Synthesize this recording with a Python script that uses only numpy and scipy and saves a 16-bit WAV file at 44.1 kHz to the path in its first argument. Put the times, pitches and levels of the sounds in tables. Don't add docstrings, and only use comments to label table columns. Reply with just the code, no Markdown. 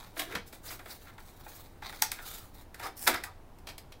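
import sys
import numpy as np
from scipy import signal
from scipy.fft import rfft, irfft, next_fast_len
from scipy.io import wavfile
from scipy.ndimage import uniform_filter1d, map_coordinates

SR = 44100
rng = np.random.default_rng(int(sys.argv[2]) if len(sys.argv) > 2 else 0)


def wrap_up_sound(samples):
    columns = np.atleast_2d(samples).T
    tamed = np.clip(columns, -1, 1)
    steps = np.round(tamed * 32767).astype(np.int16)
    wavfile.write(sys.argv[1], SR, steps)


N = 176400

# peak_s, contact_s, thump_db, tray_db, guide_db, crack_db
CLACKS = [(2.0225, 0.0099, -54, -36.5, -25, -18.5), (2.118, 0.0077, -53, -37.5, -52, -27.5),
          (2.745, 0.013, -65, -51, -58, -45.5), (3.0728, 0.0046, -34, -18.5, -24, -24),
          (3.0762, .024, -31, -24, -29, -19), (3.143, .014, -49, -30, -49, -35),
          (3.238, 0.022, -71, -45, -50, -36.5)]
# peak_s, thump_db, tray_db, guide_db, crack_db
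KNOCKS = [(.167, -47, -41.5, -65, -59), (.196, -55, -47, -65, -33), (.352, -58, -32.5, -62, -43),
          (.527, -49.5, -51, -61, -49.5), (.705, -65, -43.5, -60, -58), (.793, -52, -45, -55, -54),
          (.859, -49.5, -45.5, -58, -57), (1.181, -71, -48, -51, -61), (1.464, -51.5, -59, -44.5, -68),
          (1.823, -57, -44.5, -40.5, -60), (1.926, -54, -45, -48, -53), (2.188, -52.5, -42, -64, -65),
          (2.797, -50, -42.5, -44, -47), (3.067, -40.5, -30.5, -36, -37), (3.097, -34.5, -31, -47, -36)]
# peak_s, contact_s, level_db
CHASSIS_BOOMS = [(.352, 0.089, -43.5)]
HOUSING_BUMPS = [(.195, 0.013, -31.5), (.217, 0.015, -34)]
RATCHET_SNAPS = [(2.0222, 0.0029, -18.5), (2.1175, 0.0023, -39.5)]
CATCH_CLICKS = [(2.745, .008, -45.5), (3.238, 0.0078, -34)]
# peak_s, contact_s, ring_db, tick_db
RATTLES = [(0.202, 0.04, -44, -53), (0.353, 0.043, -36, -63), (3.587, .018, -67, -58.5),
           (3.671, 0.039, -42.5, -50), (3.688, 0.048, -43.5, -51), (3.781, 0.017, -47, -43),
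           (3.922, 0.022, -47.5, -55)]

# peak_s, rise_s, hold_s, fade_s, hiss_db, body_db
PAPER_STROKES = [(0.021, 0.095, 0.027, 0.1, -58, -55), (0.47, 0.012, 0.0098, 0.038, -52.5, -64),
                 (0.533, 0.0073, 0.016, 0.037, -53, -58), (0.635, 0.0036, 0.027, 0.062, -56.5, -65.5),
                 (0.672, 0.046, 0.064, 0.039, -46, -54), (0.906, 0.13, 0.012, .11, -49, -57),
                 (1.048, 0.047, 0.0093, 0.12, -57, -61), (1.199, .01, 0.14, 0.2, -61.5, -66.5),
                 (1.508, 0.11, 0.077, 0.15, -52.5, -57), (1.826, 0.0097, 0.031, 0.064, -69, -50),
                 (1.89, 0.044, 0.072, 0.14, -53.5, -53.5), (2.268, 0.19, 0.1, 0.14, -48, -56.5),
                 (2.544, 0.0089, 0.076, 0.027, -63, -66.5)]
# peak_s, rise_s, hold_s, fade_s, rumble_db, ring_db, hiss_db
SCRAPES = [(0.188, 0.034, 0.016, 0.058, -51, -45, -38.5), (.325, 0.072, 0.027, 0.036, -55, -44.5, -52.5),
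           (0.683, 0.053, .04, .058, -56.5, -55.5, -73), (.862, 0.014, 0.053, 0.057, -61, -61, -70),
           (1.072, 0.031, 0.022, 0.039, -69, -53, -76), (2.836, .06, 0.036, 0.027, -50, -44.5, -47.5),
           (3.133, .05, 0.019, 0.079, -46, -40.5, -49.5)]
# peak_s, rise_s, hold_s, fade_s, level_db
RAIL_SKIDS = [(2.968, 0.0081, 0.034, .02, -48.5), (3.03, 0.041, 0.026, .04, -39)]
DESK_DRAGS = [(2.841, 0.049, 0.024, 0.034, -40.5), (3.274, .04, 0.018, 0.022, -50)]
# start_s, length_s, pitch_hz, level_db
RAIL_SQUEAKS = [(2.829, .05, 5030, -46.5), (3.16, 0.0061, 5100, -34.5)]
SHEET_RASPS = [(.68, 0.019, 5020, -45), (.898, 0.031, 4710, -47.5), (1.83, 0.058, 3890, -51.5),
               (2.24, 0.16, 3650, -54.5)]
# time_s, pitch_hz, level_db
STACK_EDGE_GLIDE = [(2.17, 1597, -57), (2.2, 1502, -49), (2.26, 1330, -59.5), (2.36, 1315, -61.5),
                    (2.45, 1295, -63), (2.52, 1240, -90)]
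TRAY_GROAN_GLIDE = [(.24, 339.7, -67), (.29, 367.6, -50.5), (.325, 412, -44.5), (.365, 487, -46),
                    (.385, 478, -56), (.42, 440, -69)]

# centre_hz, width_hz, gain_db
TRAY_MODES = [(694, 20, -1), (741, 22, 3), (956, 61, 2), (1118, 100, 0.5), (1214, 120, 1), (1357, 99, 4.5),
              (1615, 130, 3), (1797, 102, 3.5), (1924, 120, 1), (2013, 88, 4.5), (2287, 355, -2),
              (3390, 277, -3.5), (3656, 495, -6)]
GUIDE_MODES = [(742, 35, 1.5), (863, 42, 10.5), (1430, 28, 4.5), (1620, 49, -3.5), (1900, 64, -2.5),
               (2380, 70, -5), (2490, 80, -2.5)]
DESK_MODES = [(244, 80, -5), (316, 32.5, 4), (360, 25, 3.5), (470, 79, 0), (662, 86, 1)]
CHASSIS_MODES = [(193, 29, 0)]
HOUSING_MODES = [(353, 47, -2.5), (640, 50, -1), (738, 45, 1.5), (1103, 45, -2), (1730, 60, -2),
                 (2140, 110, -2.5), (3295, 150, -2), (3800, 190, -7)]
THIN_WALL_MODES = [(2510, 110, -0.5), (3450, 70, 3.5), (4730, 265, -4.5), (5920, 410, 7), (7800, 540, -3),
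                   (10500, 340, 1.5), (14050, 630, 2)]
CATCH_MODES = [(814, 52, -8), (1510, 90, -0.5), (1894, 140, 3)]
UNDERSIDE_MODES = [(434, 49, -6), (758, 43, 3.5), (942, 49, 4), (1230, 70, 4), (1740, 79, -4.5)]
LOOSE_PART_MODES = [(716, 710, -0.5), (1640, 240, -1), (1794, 140, 0), (2300, 124, 3.5), (2590, 330, -0.5),
                    (3250, 130, 3.5), (4060, 590, -2.5), (5300, 310, -7), (5670, 220, -5.5)]
# freq_hz, density_db
CRACK_SPECTRUM = [(300, -62), (900, -18), (2200, 8), (2900, 0.5), (3700, 6), (5800, 6.5), (7000, 1),
                  (10000, 6), (16000, 0)]
PAPER_SPECTRUM = [(400, -44), (1500, -17), (2900, -4.5), (4200, -3.5), (7000, -2), (11000, -1.5),
                  (16000, 3.5)]
STACK_SPECTRUM = [(150, -7), (400, -8), (850, 0.5), (1400, -0.5), (2300, -1.5), (2900, -13.5), (3800, 1.5),
                  (4800, -8), (9000, -17.5), (16000, -18)]
RAIL_SPECTRUM = [(500, -28), (2000, -8), (2900, 8), (3800, 4), (6400, 2.5), (9000, 3), (14000, 4),
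                 (16000, 4.5)]
SKID_SPECTRUM = [(1000, -6.5), (3500, -12.5), (4700, -11), (5400, 1.5), (6300, -12), (7900, -1.5),
                 (11500, -5), (13650, 3.5), (15500, -2)]
AIR_SPECTRUM = [(15, -4), (26, 0), (40, -12), (60, -4.5), (100, -5.5), (160, -13.5), (330, -15), (550, -19),
                (800, -18), (1200, -25.5), (3000, -36.5), (7000, -43), (16000, -42.5)]

# freq_hz, t60_s
NEAR_DECAY = [(200, 0.2), (2000, 0.15), (15000, 0.13)]
ROOM_DECAY = [(150, 0.45), (1000, 0.23), (4000, 0.36), (15000, 0.11)]
# pitch_hz, level_db
HUM_TONES = [(25, -57.5), (92, -69)]

KNOCK_CONTACT_S, THIN_WALL_DB = 0.025, -8.5
CRACKLE_PER_S, CRACKLE_DB, HAND_WAVER_DB = 160, -13, 3.14
NEAR_DB, ROOM_DB, AIR_DB = -6.5, -14, -53.5
CUTOFF_HZ = 15780


def blows(rows, rise_s, body_lag_s, body_stretch):
    thump, tray, guide, snap = np.zeros((4, N))
    for peak_s, contact_s, thump_db, tray_db, guide_db, crack_db in rows:
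        for force, level_db in (thump, thump_db), (tray, tray_db), (guide, guide_db):
            force += amp(level_db) * chatter(peak_s + body_lag_s, rise_s, body_stretch * contact_s)
        snap += amp(crack_db) * chatter(peak_s, rise_s, contact_s)
    body = resonate(thump, DESK_MODES) + resonate(tray, TRAY_MODES) + resonate(guide, GUIDE_MODES)
    return body + crack(snap)


def crack(force):
    return colour(force, CRACK_SPECTRUM) + amp(THIN_WALL_DB) * resonate(force, THIN_WALL_MODES)


def struck_parts():
    out = np.zeros(N)
    for rows, modes in [(CHASSIS_BOOMS, CHASSIS_MODES), (HOUSING_BUMPS, HOUSING_MODES),
                        (RATCHET_SNAPS, THIN_WALL_MODES), (CATCH_CLICKS, CATCH_MODES)]:
        force = sum(amp(level_db) * chatter(peak_s, rise_s=0.0045, fade_s=contact_s)
                    for peak_s, contact_s, level_db in rows)
        out += resonate(force, modes)
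    return out


def paper():
    hiss, body = np.zeros((2, N))
    for *timing_s, hiss_db, body_db in PAPER_STROKES:
        push = swell(*timing_s)
        hiss += amp(hiss_db) * push
        body += amp(body_db) * push
    hand = amp(HAND_WAVER_DB * wobble(70))
    fibres = unit_rms(grit(900, depth_db=2.0) + amp(CRACKLE_DB) * crackle(CRACKLE_PER_S, spread_db=4))
    sheets = colour(hiss * fibres, PAPER_SPECTRUM)
    stack = colour(body * grit(400, depth_db=5.5), STACK_SPECTRUM)
    return flicker(hand * (sheets + stack), depth_db=1.83)


def scrapes():
    rumble, ring, hiss = np.zeros((3, N))
    for *timing_s, rumble_db, ring_db, hiss_db in SCRAPES:
        pull = swell(*timing_s)
        rumble += amp(rumble_db) * pull
        ring += amp(ring_db) * pull
        hiss += amp(hiss_db) * pull
    slips = grit(350, depth_db=3.0)
    body = resonate(rumble * slips, DESK_MODES) + resonate(ring * slips, TRAY_MODES)
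    return body + colour(hiss * slips, RAIL_SPECTRUM)


def drag():
    pull = sum(amp(level_db) * swell(*timing_s) for *timing_s, level_db in DESK_DRAGS)
    return resonate(pull * grit(300, depth_db=1.5), UNDERSIDE_MODES)


def skid():
    pull = sum(amp(level_db) * swell(*timing_s) for *timing_s, level_db in RAIL_SKIDS)
    hiss = colour(pull * grit(500, depth_db=4.0), SKID_SPECTRUM)
    return flicker(hiss, depth_db=2.5)


def rattles():
    ring, tick = np.zeros((2, N))
    for peak_s, contact_s, ring_db, tick_db in RATTLES:
        ring += amp(ring_db) * chatter(peak_s, rise_s=0.0036, fade_s=contact_s)
        tick += amp(tick_db) * chatter(peak_s, rise_s=0.0024, fade_s=contact_s)
    return resonate(ring, LOOSE_PART_MODES) + crack(tick)


def squeaks(rows, scatter_hz):
    drift_cycles = np.cumsum(scatter_hz * wobble(2500)) / SR
    shake = unit_rms(amp(2.5 * wobble(400)))
    t, out = time_s(), np.zeros(N)
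    for start_s, length_s, pitch_hz, level_db in rows:
        progress = np.clip((t - start_s) / length_s, 0, 1)
        arch = np.sqrt(np.abs(np.sin(np.pi * progress)))
        out += amp(level_db) * arch * shake * np.sin(2 * np.pi * (pitch_hz * t + drift_cycles))
    return out


def friction_glide(points, scatter_hz):
    knot_s, pitch_hz, level_db = np.transpose(points)
    t = time_s()
    sliding = (t > knot_s[0]) & (t < knot_s[-1])
    freq_hz = np.interp(t, knot_s, pitch_hz) + scatter_hz * wobble(1500)
    rough_db = 1.5 * wobble(250)
    tone = unit_rms(np.sin(2 * np.pi * np.cumsum(freq_hz) / SR) * amp(rough_db))
    return sliding * amp(np.interp(t, knot_s, level_db)) * tone


def chatter(peak_s, rise_s, fade_s):
    size = SR // 10
    t = np.arange(size) / SR - size / SR / 2
    envelope = amp(-20 * np.minimum(np.maximum(-t / rise_s, t / fade_s), 10))
    burst = rng.standard_normal(size) * envelope
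    for _ in range(4):
        spectrum = rfft(burst)
        burst = irfft(spectrum / (np.abs(spectrum) + 1e-12), size) * envelope ** 0.25
    burst *= np.linalg.norm(envelope) / np.linalg.norm(burst)
    padded = np.zeros(N + 2 * size)
    start = round(peak_s * SR) + size // 2
    padded[start:start + size] = burst
    return padded[size:size + N]


def swell(peak_s, rise_s, hold_s, fade_s):
    t = time_s() - peak_s
    decades = np.maximum(-t / rise_s, 0) + np.maximum((t - hold_s) / fade_s, 0)
    return amp(-20 * np.minimum(decades, 10))


def grit(slips_per_s, depth_db):
    return unit_rms(rng.standard_normal(N) * amp(depth_db * np.clip(wobble(slips_per_s), -2, 2)))


def crackle(ticks_per_s, spread_db):
    ticks = rng.random(N) < ticks_per_s / SR
    return unit_rms(ticks * amp(spread_db * np.clip(rng.standard_normal(N), -2, 2)))


def flicker(x, depth_db):
    frames = signal.stft(x, nperseg=512)[2]
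    patches = uniform_filter1d(rng.standard_normal(frames.shape), size=6, axis=0)
    patches = uniform_filter1d(patches, size=9, axis=1)
    return signal.istft(frames * amp(depth_db * unit_rms(patches)))[1][:N]


def resonate(x, modes):
    def response(hz):
        gain = sum((-1) ** k * amp(db) * 1j * hz * width_hz / (centre_hz**2 - hz**2 + 1j * hz * width_hz)
                   for k, (centre_hz, width_hz, db) in enumerate(modes))
        return gain / np.sqrt(np.mean(np.abs(gain) ** 2))
    return fft_filter(x, response)


def colour(x, spectrum):
    return fft_filter(x, lambda hz: unit_rms(amp(log_interp(spectrum, hz))))


def fft_filter(x, response):
    size = next_fast_len(N + SR // 2)
    return irfft(rfft(x, size) * response(np.fft.rfftfreq(size, 1 / SR)), size)[:N]


def wobble(knots_per_s):
    return map_coordinates(rng.standard_normal(N), [time_s() * knots_per_s + 2], mode="wrap")


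def log_interp(points, hz):
    knot_hz, values = np.transpose(points)
    return np.interp(np.log(hz + 1), np.log(knot_hz + 1), values)


def amp(db):
    return 10 ** (np.asarray(db) / 20)


def unit_rms(x):
    return x / np.sqrt(np.mean(x ** 2) + 1e-20)


def time_s():
    return np.arange(N) / SR


def reflections(x, decay, onset_s, blocks=24):
    out, size = np.zeros(N + 2 * SR), N // blocks
    for start in range(0, N, size):
        hz, t, noise = signal.stft(rng.standard_normal(SR // 2), SR, nperseg=256)
        fade = amp(-60 * t / log_interp(decay, hz)[:, None])
        build_up = 1 - np.exp(-t / onset_s)
        tail = signal.istft(noise * fade * build_up, SR)[1]
        wet = signal.fftconvolve(x[start:start + size], tail / np.linalg.norm(tail))
        out[start:start + len(wet)] += wet
    return out[:N]


def room_tone():
    hum = sum(amp(level_db) * np.sqrt(2) * np.sin(2 * np.pi * pitch_hz * time_s() + wobble(4.5))
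              for pitch_hz, level_db in HUM_TONES)
    return amp(AIR_DB) * colour(rng.standard_normal(N), AIR_SPECTRUM) + hum


def scene():
    clacks = blows(CLACKS, rise_s=0.0034, body_lag_s=0.0006, body_stretch=1.61)
    knock_rows = [(peak_s, KNOCK_CONTACT_S, *levels_db) for peak_s, *levels_db in KNOCKS]
    knocks = blows(knock_rows, rise_s=0.0046, body_lag_s=0, body_stretch=0.9)
    direct = clacks + knocks + paper() + struck_parts() + scrapes() + drag() + skid() + rattles()
    direct += squeaks(RAIL_SQUEAKS, scatter_hz=396.6)
    direct += squeaks(SHEET_RASPS, scatter_hz=599)
    direct += friction_glide(STACK_EDGE_GLIDE, scatter_hz=166.4)
    direct += friction_glide(TRAY_GROAN_GLIDE, scatter_hz=90.5)
    near = amp(NEAR_DB) * reflections(direct, NEAR_DECAY, onset_s=0.0042)
    room = amp(ROOM_DB) * reflections(direct, ROOM_DECAY, onset_s=0.012)
    return (direct + near + room + room_tone())[None]


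def record(dry):
    return fft_filter(dry[0], lambda hz: hz < CUTOFF_HZ)[None]


dry = scene()
out = record(dry)
wrap_up_sound(out)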